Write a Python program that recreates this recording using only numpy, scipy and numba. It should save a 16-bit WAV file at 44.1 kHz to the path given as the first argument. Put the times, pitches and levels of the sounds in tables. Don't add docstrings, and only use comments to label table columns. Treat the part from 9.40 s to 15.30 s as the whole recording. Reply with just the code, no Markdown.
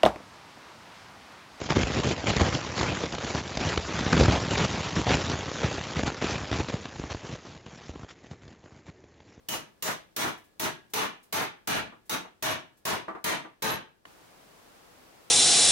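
import sys
import numpy as np
from scipy import signal
from scipy.fft import rfft, irfft
from scipy.io import wavfile
from scipy.ndimage import uniform_filter1d
from numba import njit

SR = 44100
rng = np.random.default_rng(int(sys.argv[2]) if len(sys.argv) > 2 else 0)


def master_out(mix):
    frames = np.transpose(np.atleast_2d(mix))
    ceiling = np.clip(frames, -1, 1)
    pcm = np.round(ceiling * 32767).astype(np.int16)
    wavfile.write(sys.argv[1], SR, pcm)


N = 260190
SPAN = 2 ** 15
TIME = np.arange(N) / SR

# (f/Hz, left minus right level/dB, coherence 0-1)
STEREO_FIELD = [(60, 2.5, 0.37), (180, 3, 0.3), (500, 3, 0), (1250, 0, 0), (8000, -.2, 0)]
# (f/Hz, relative density/dB)
ROOM_SPECTRUM = [(18, -28), (30, -2.5), (213, -1.5), (277, -5), (307, 0), (2360, -17.5), (4190, -18.5),
                 (5890, -21), (6370, -23), (7460, -22.5), (15500, -26.5)]
# (t/s, strength/dB, thump/dB, low f/Hz, high f/Hz, rebound level/dB re the blow)
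HAMMER_BLOWS = [(0.085, -14.5, 8, 628, 2870, -18.5), (0.423, -9.5, 3, 181, 6950, -13),
                (0.7628, -2.5, 1, 1345, 5700, -15), (1.1955, -9.5, 3.5, 628, 1670, -12.5),
                (1.5346, 0, -4.5, 1345, 5700, -20), (1.9248, -1.5, -1, 878, 11550, -13.5),
                (2.2724, 0, 4.5, 440, 5700, -23), (2.694, -12.5, 6, 878, 3780, -14),
                (3.0238, -1.5, 4, 628, 3780, -25.5), (3.4511, -3.5, 2.5, 181, 6950, -17),
                (3.8405, -1.5, 1, 440, 8100, -30), (4.2213, -1.5, 4.5, 181, 4064, -15.5)]
# (f/Hz, relative density/dB)
CRACK_SPECTRUM = [(300, -69), (2000, 0.5), (6000, -2), (12000, -4.5), (16000, 3)]
# (f/Hz, relative density/dB)
WALL_SPECTRUM = [(30, -26), (70, -18.5), (120, -7), (380, -3), (540, -5.5), (950, 1), (2000, -3),
                 (3300, -7.5), (5200, -13), (6100, -9), (7600, -17.5), (11500, -18.5), (14200, -15),
                 (15600, -14)]
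# (f/Hz, T60/s)
WALL_DECAY = [(60, 0.35), (200, 0.37), (900, 0.32), (3000, 0.33), (5000, 0.25), (10000, 0.22),
              (15000, 0.16)]
# (f/Hz, level/dB, T60/s)
RING_MODES = [(180, -30, 0.21), (442, -21, 0.24), (632, -24.5, 0.3), (878, -25, 0.32), (1330, -43, 0.26),
              (1640, -39, 0.42), (2340, -31.5, 0.36), (2910, -32.5, 0.24), (3430, -40, 0.4),
              (3766, -27.5, 0.26), (4020, -27, 0.26), (4860, -35, 0.26), (5950, -42, 0.14),
              (6210, -24.5, .21), (7030, -31, 0.17), (8140, -34, 0.3), (10380, -23, 0.32),
              (11530, -24, .22), (15800, -44, 0.27)]
# (f/Hz, relative density/dB)
THUD_SPECTRUM = [(40, -25), (115, -0.5), (330, 1.5), (550, -2), (950, 4), (1500, 2), (2600, -8),
                 (5000, -19), (15000, -22)]
# (t/s, level/dB)
STEEL_TICKS = [(.973, -55.5), (1.038, -60), (1.497, -59), (1.828, -54.5), (2.654, -60), (3.368, -60.5)]
# (f/Hz, relative density/dB)
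TICK_SPECTRUM = [(300, -12), (1700, -6), (4000, -2), (7500, 1), (10000, 2), (12000, 0), (15500, 1)]
# (t/s, level/dB)
PLATE_KNOCKS = [(2.523, -47.5), (2.849, -47), (3.681, -31.5), (3.749, -37), (4.046, -42)]
# (f/Hz, relative density/dB)
KNOCK_SPECTRUM = [(60, -36), (200, -7.5), (320, -3.5), (550, -7), (850, -3.5), (1170, -4), (1500, -8),
                  (2300, -20), (4500, -38), (15000, -55)]
# (f/Hz, relative level/dB)
BASE_MODES = [(312, -11), (657, -8.5), (867, -13), (1179, -4.5), (1906, -16.5)]
# (f/Hz, relative density/dB)
CLICK_SPECTRUM = [(200, -22), (1000, 1), (1350, -4), (1750, 6), (2200, -8), (2900, -4), (4500, -17),
                  (12000, -41)]
# (f/Hz, relative density/dB)
HISS_SPECTRUM = [(15, -78), (25, -13), (49, -3.5), (80, -7.5), (148, -2.5), (211, -3.5), (276, -2),
                 (729, -2.5), (791, -2), (857, -3), (1470, -7), (1640, -8.5), (14600, -22), (15800, -20.5)]

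HISS_START_S = 4.653
LEFT_RIGHT = np.array([[1], [-1]])


def undb(db):
    return 10 ** (np.asarray(db) / 20)


def along(points, hz, column=1):
    table = np.array(points, float)
    return np.interp(np.log(hz + 1e-9), np.log(table[:, 0]), table[:, column])


def add(out, s, sound):
    start = int(s * SR)
    out[:, start:start + sound.shape[1]] += sound[:, :N - start]


def decay(t60):
    return np.exp(-np.log(1000) * TIME[:SPAN] / t60)


def noise_spectrum(colour, size):
    hz = np.fft.rfftfreq(size, 1 / SR)
    mid, side = rfft(rng.standard_normal((2, size)))
    coherence = along(STEREO_FIELD, hz, column=2)
    pair = (np.sqrt(1 + coherence) * mid + LEFT_RIGHT * np.sqrt(1 - coherence) * side) / np.sqrt(2)
    balance = undb(LEFT_RIGHT * along(STEREO_FIELD, hz) / 2)
    gain = undb(along(colour, hz))
    return hz, pair * balance * gain / np.sqrt(np.mean(gain ** 2))


def noise(colour, size):
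    return irfft(noise_spectrum(colour, size)[1], size)


def room_tone(start_db=-64, sink_db_per_s=1.0):
    return noise(ROOM_SPECTRUM, N) * undb(start_db - sink_db_per_s * TIME) * (TIME < HISS_START_S)


def looseness(s, seating_s=1.22):
    return np.exp(-(s / seating_s) ** 2)


def brightness(s, strength_db, seated_db=3.5, per_db=0.2836, loose_db=5.5):
    return seated_db - per_db * strength_db + loose_db * looseness(s)


def face_crack(bright_db, gain_db=-1):
    return undb(gain_db + bright_db) * noise(CRACK_SPECTRUM, SPAN) * decay(t60=0.044)


def wall_clatter(thump_db, bright_db, gain_db=-8, clank_db=-0.35, ripple_db=3, ripple_hz=45,
                 thump_hz=330, clank_hz=2400, bright_hz=4200):
    hz, spectrum = noise_spectrum(WALL_SPECTRUM, SPAN)
    ripple = np.interp(hz / ripple_hz, np.arange(SPAN), rng.standard_normal(SPAN))
    low = 1 / (1 + (hz / thump_hz) ** 2)
    middle = np.exp(-2 * np.log2((hz + 1) / clank_hz) ** 2)
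    high = 1 - 1 / (1 + (hz / bright_hz) ** 4)
    spectrum *= undb(gain_db + ripple_db * ripple + thump_db * low + clank_db * middle + bright_db * high)
    centres_hz = np.geomspace(80, 15000, 14)
    bands = (irfft(spectrum * np.interp(hz, centres_hz, row)) for row in np.eye(len(centres_hz)))
    return sum(band * decay(along(WALL_DECAY, centre)) for band, centre in zip(bands, centres_hz))


def tube_ring(low_hz, high_hz, bright_db, scatter_db=2, chatter_hz=300, friction_cycles=2000):
    out = np.zeros((2, SPAN))
    mode_hz = np.array(RING_MODES)[:, 0]
    excess_db = scatter_db * rng.standard_normal(len(mode_hz))
    for hz, favour_db in [(low_hz, 5.5), (high_hz, 1.93 * bright_db - 0.5)]:
        excess_db[np.argmin(np.abs(mode_hz - hz))] = favour_db
    chatter_step = (TIME[:SPAN] * chatter_hz).astype(int)
    for (hz, db, t60), excess in zip(RING_MODES, excess_db):
        waver = .007 * (1 + (excess / 14) ** 2)
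        pitch = hz * (1 + waver * rng.standard_normal((2, SPAN // 32))[:, chatter_step])
        phase = 2 * np.pi * (np.cumsum(pitch, axis=1) / SR + rng.random((2, 1)))
        rms = undb(db + excess + LEFT_RIGHT * along(STEREO_FIELD, hz) / 2)
        envelope = decay(min(t60, friction_cycles / hz))
        out += np.sqrt(2) * rms * envelope * np.sin(phase)
    return out


def hammer(build_up_s=.0035):
    out = np.zeros((2, N))
    build_up = np.minimum(TIME[:SPAN] / build_up_s, 1) ** 2
    for s, db, thump_db, low_hz, high_hz, _ in HAMMER_BLOWS:
        bright_db = brightness(s, db)
        crack = face_crack(bright_db)
        walls = wall_clatter(thump_db, bright_db)
        modes = tube_ring(low_hz, high_hz, bright_db)
        add(out, s, undb(db) * build_up * (crack + walls + modes))
    return out


def lingering_mode(hz=1699, full_blow_db=-63, t60=1.7):
    out = np.zeros((2, N))
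    t = TIME[:2 * SPAN]
    envelope = np.exp(-np.log(1000) * t / t60)
    for s, strength_db, *_ in HAMMER_BLOWS:
        phase = 2 * np.pi * (hz * t + rng.random((2, 1)))
        add(out, s, undb(full_blow_db + strength_db / 2) * envelope * np.sin(phase))
    return out


def landing_zing(above_hz=11000, gain_db=-4.5, scatter_db=7, spread_hz=170, count=5):
    out = np.zeros((2, SPAN))
    for hz, db, _ in RING_MODES:
        if hz > above_hz:
            cluster_hz = hz + spread_hz * rng.standard_normal((count, 1, 1))
            tones = np.sin(2 * np.pi * (cluster_hz * TIME[:SPAN] + rng.random((count, 2, 1))))
            out += undb(db + gain_db + scatter_db * rng.standard_normal()) * tones.sum(axis=0)
    return out * decay(t60=0.12)


def rebounds(full_flight_s=0.092, flight_power=0.42, seated_t60=0.11, loose_t60=0.23, rise_s=0.003):
    out = np.zeros((2, N))
    rise = 1 - np.exp(-TIME[:SPAN] / rise_s)
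    for s, db, *_, rebound_db in HAMMER_BLOWS:
        flight_s = full_flight_s * undb(db) ** flight_power
        t60 = seated_t60 + (loose_t60 - seated_t60) * looseness(s)
        thud = noise(THUD_SPECTRUM, SPAN) * decay(t60)
        add(out, s + flight_s, undb(db + rebound_db) * rise * (thud + landing_zing()))
    return out


def contacts(events, colour, t60, rise_s):
    out = np.zeros((2, N))
    envelope = decay(t60) * (1 - np.exp(-TIME[:SPAN] / rise_s))
    for s, db in events:
        add(out, s, undb(db) * noise(colour, SPAN) * envelope)
    return out


def steel_ticks():
    return contacts(STEEL_TICKS, TICK_SPECTRUM, t60=0.18, rise_s=0.0047)


def base_plate(t60=0.23, ring_growth=0.35):
    out = contacts(PLATE_KNOCKS, KNOCK_SPECTRUM, t60, rise_s=0.00089)
    hardest_db = max(db for _, db in PLATE_KNOCKS)
    envelope = decay(t60) * (1 - decay(0.0055))
    for s, db in PLATE_KNOCKS:
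        modes = sum(undb(mode_db) * np.sin(2 * np.pi * hz * TIME[:SPAN] + rng.standard_normal((2, 1)))
                    for hz, mode_db in BASE_MODES)
        add(out, s, undb(db + ring_growth * (db - hardest_db)) * envelope * modes)
    return out


def closing_hiss(hiss_db=-55.5, click_db=-45, click_s=.006):
    out = undb(hiss_db) * noise(HISS_SPECTRUM, N) * (TIME >= HISS_START_S)
    click = undb(click_db) * noise(CLICK_SPECTRUM, SPAN) * (TIME[:SPAN] < click_s)
    add(out, HISS_START_S, click)
    return out


def scene():
    ticks = steel_ticks()
    return hammer() + lingering_mode() + rebounds() + base_plate() + ticks + room_tone() + closing_hiss()


@njit
def peak_hold(level, release):
    out, held = np.empty(len(level)), 0.
    for i in range(len(level)):
        held = max(level[i], held * release)
        out[i] = held
    return out


def limiter(x, ceiling_db=-27, ratio=20, knee=5, window_s=0.0025, release_s=0.024):
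    power = uniform_filter1d(np.mean(x ** 2, axis=0), int(window_s * SR))
    level = peak_hold(np.sqrt(np.abs(power)), np.exp(-1 / (release_s * SR)))
    gain = (1 + (level / undb(ceiling_db)) ** knee) ** (-(1 - 1 / ratio) / knee)
    return x * gain


def record(dry, top_hz=15800):
    low_pass = signal.ellip(10, .2, 80, top_hz, fs=SR, output="sos")
    return signal.sosfilt(low_pass, limiter(dry))


dry = scene()
out = record(dry)
master_out(out)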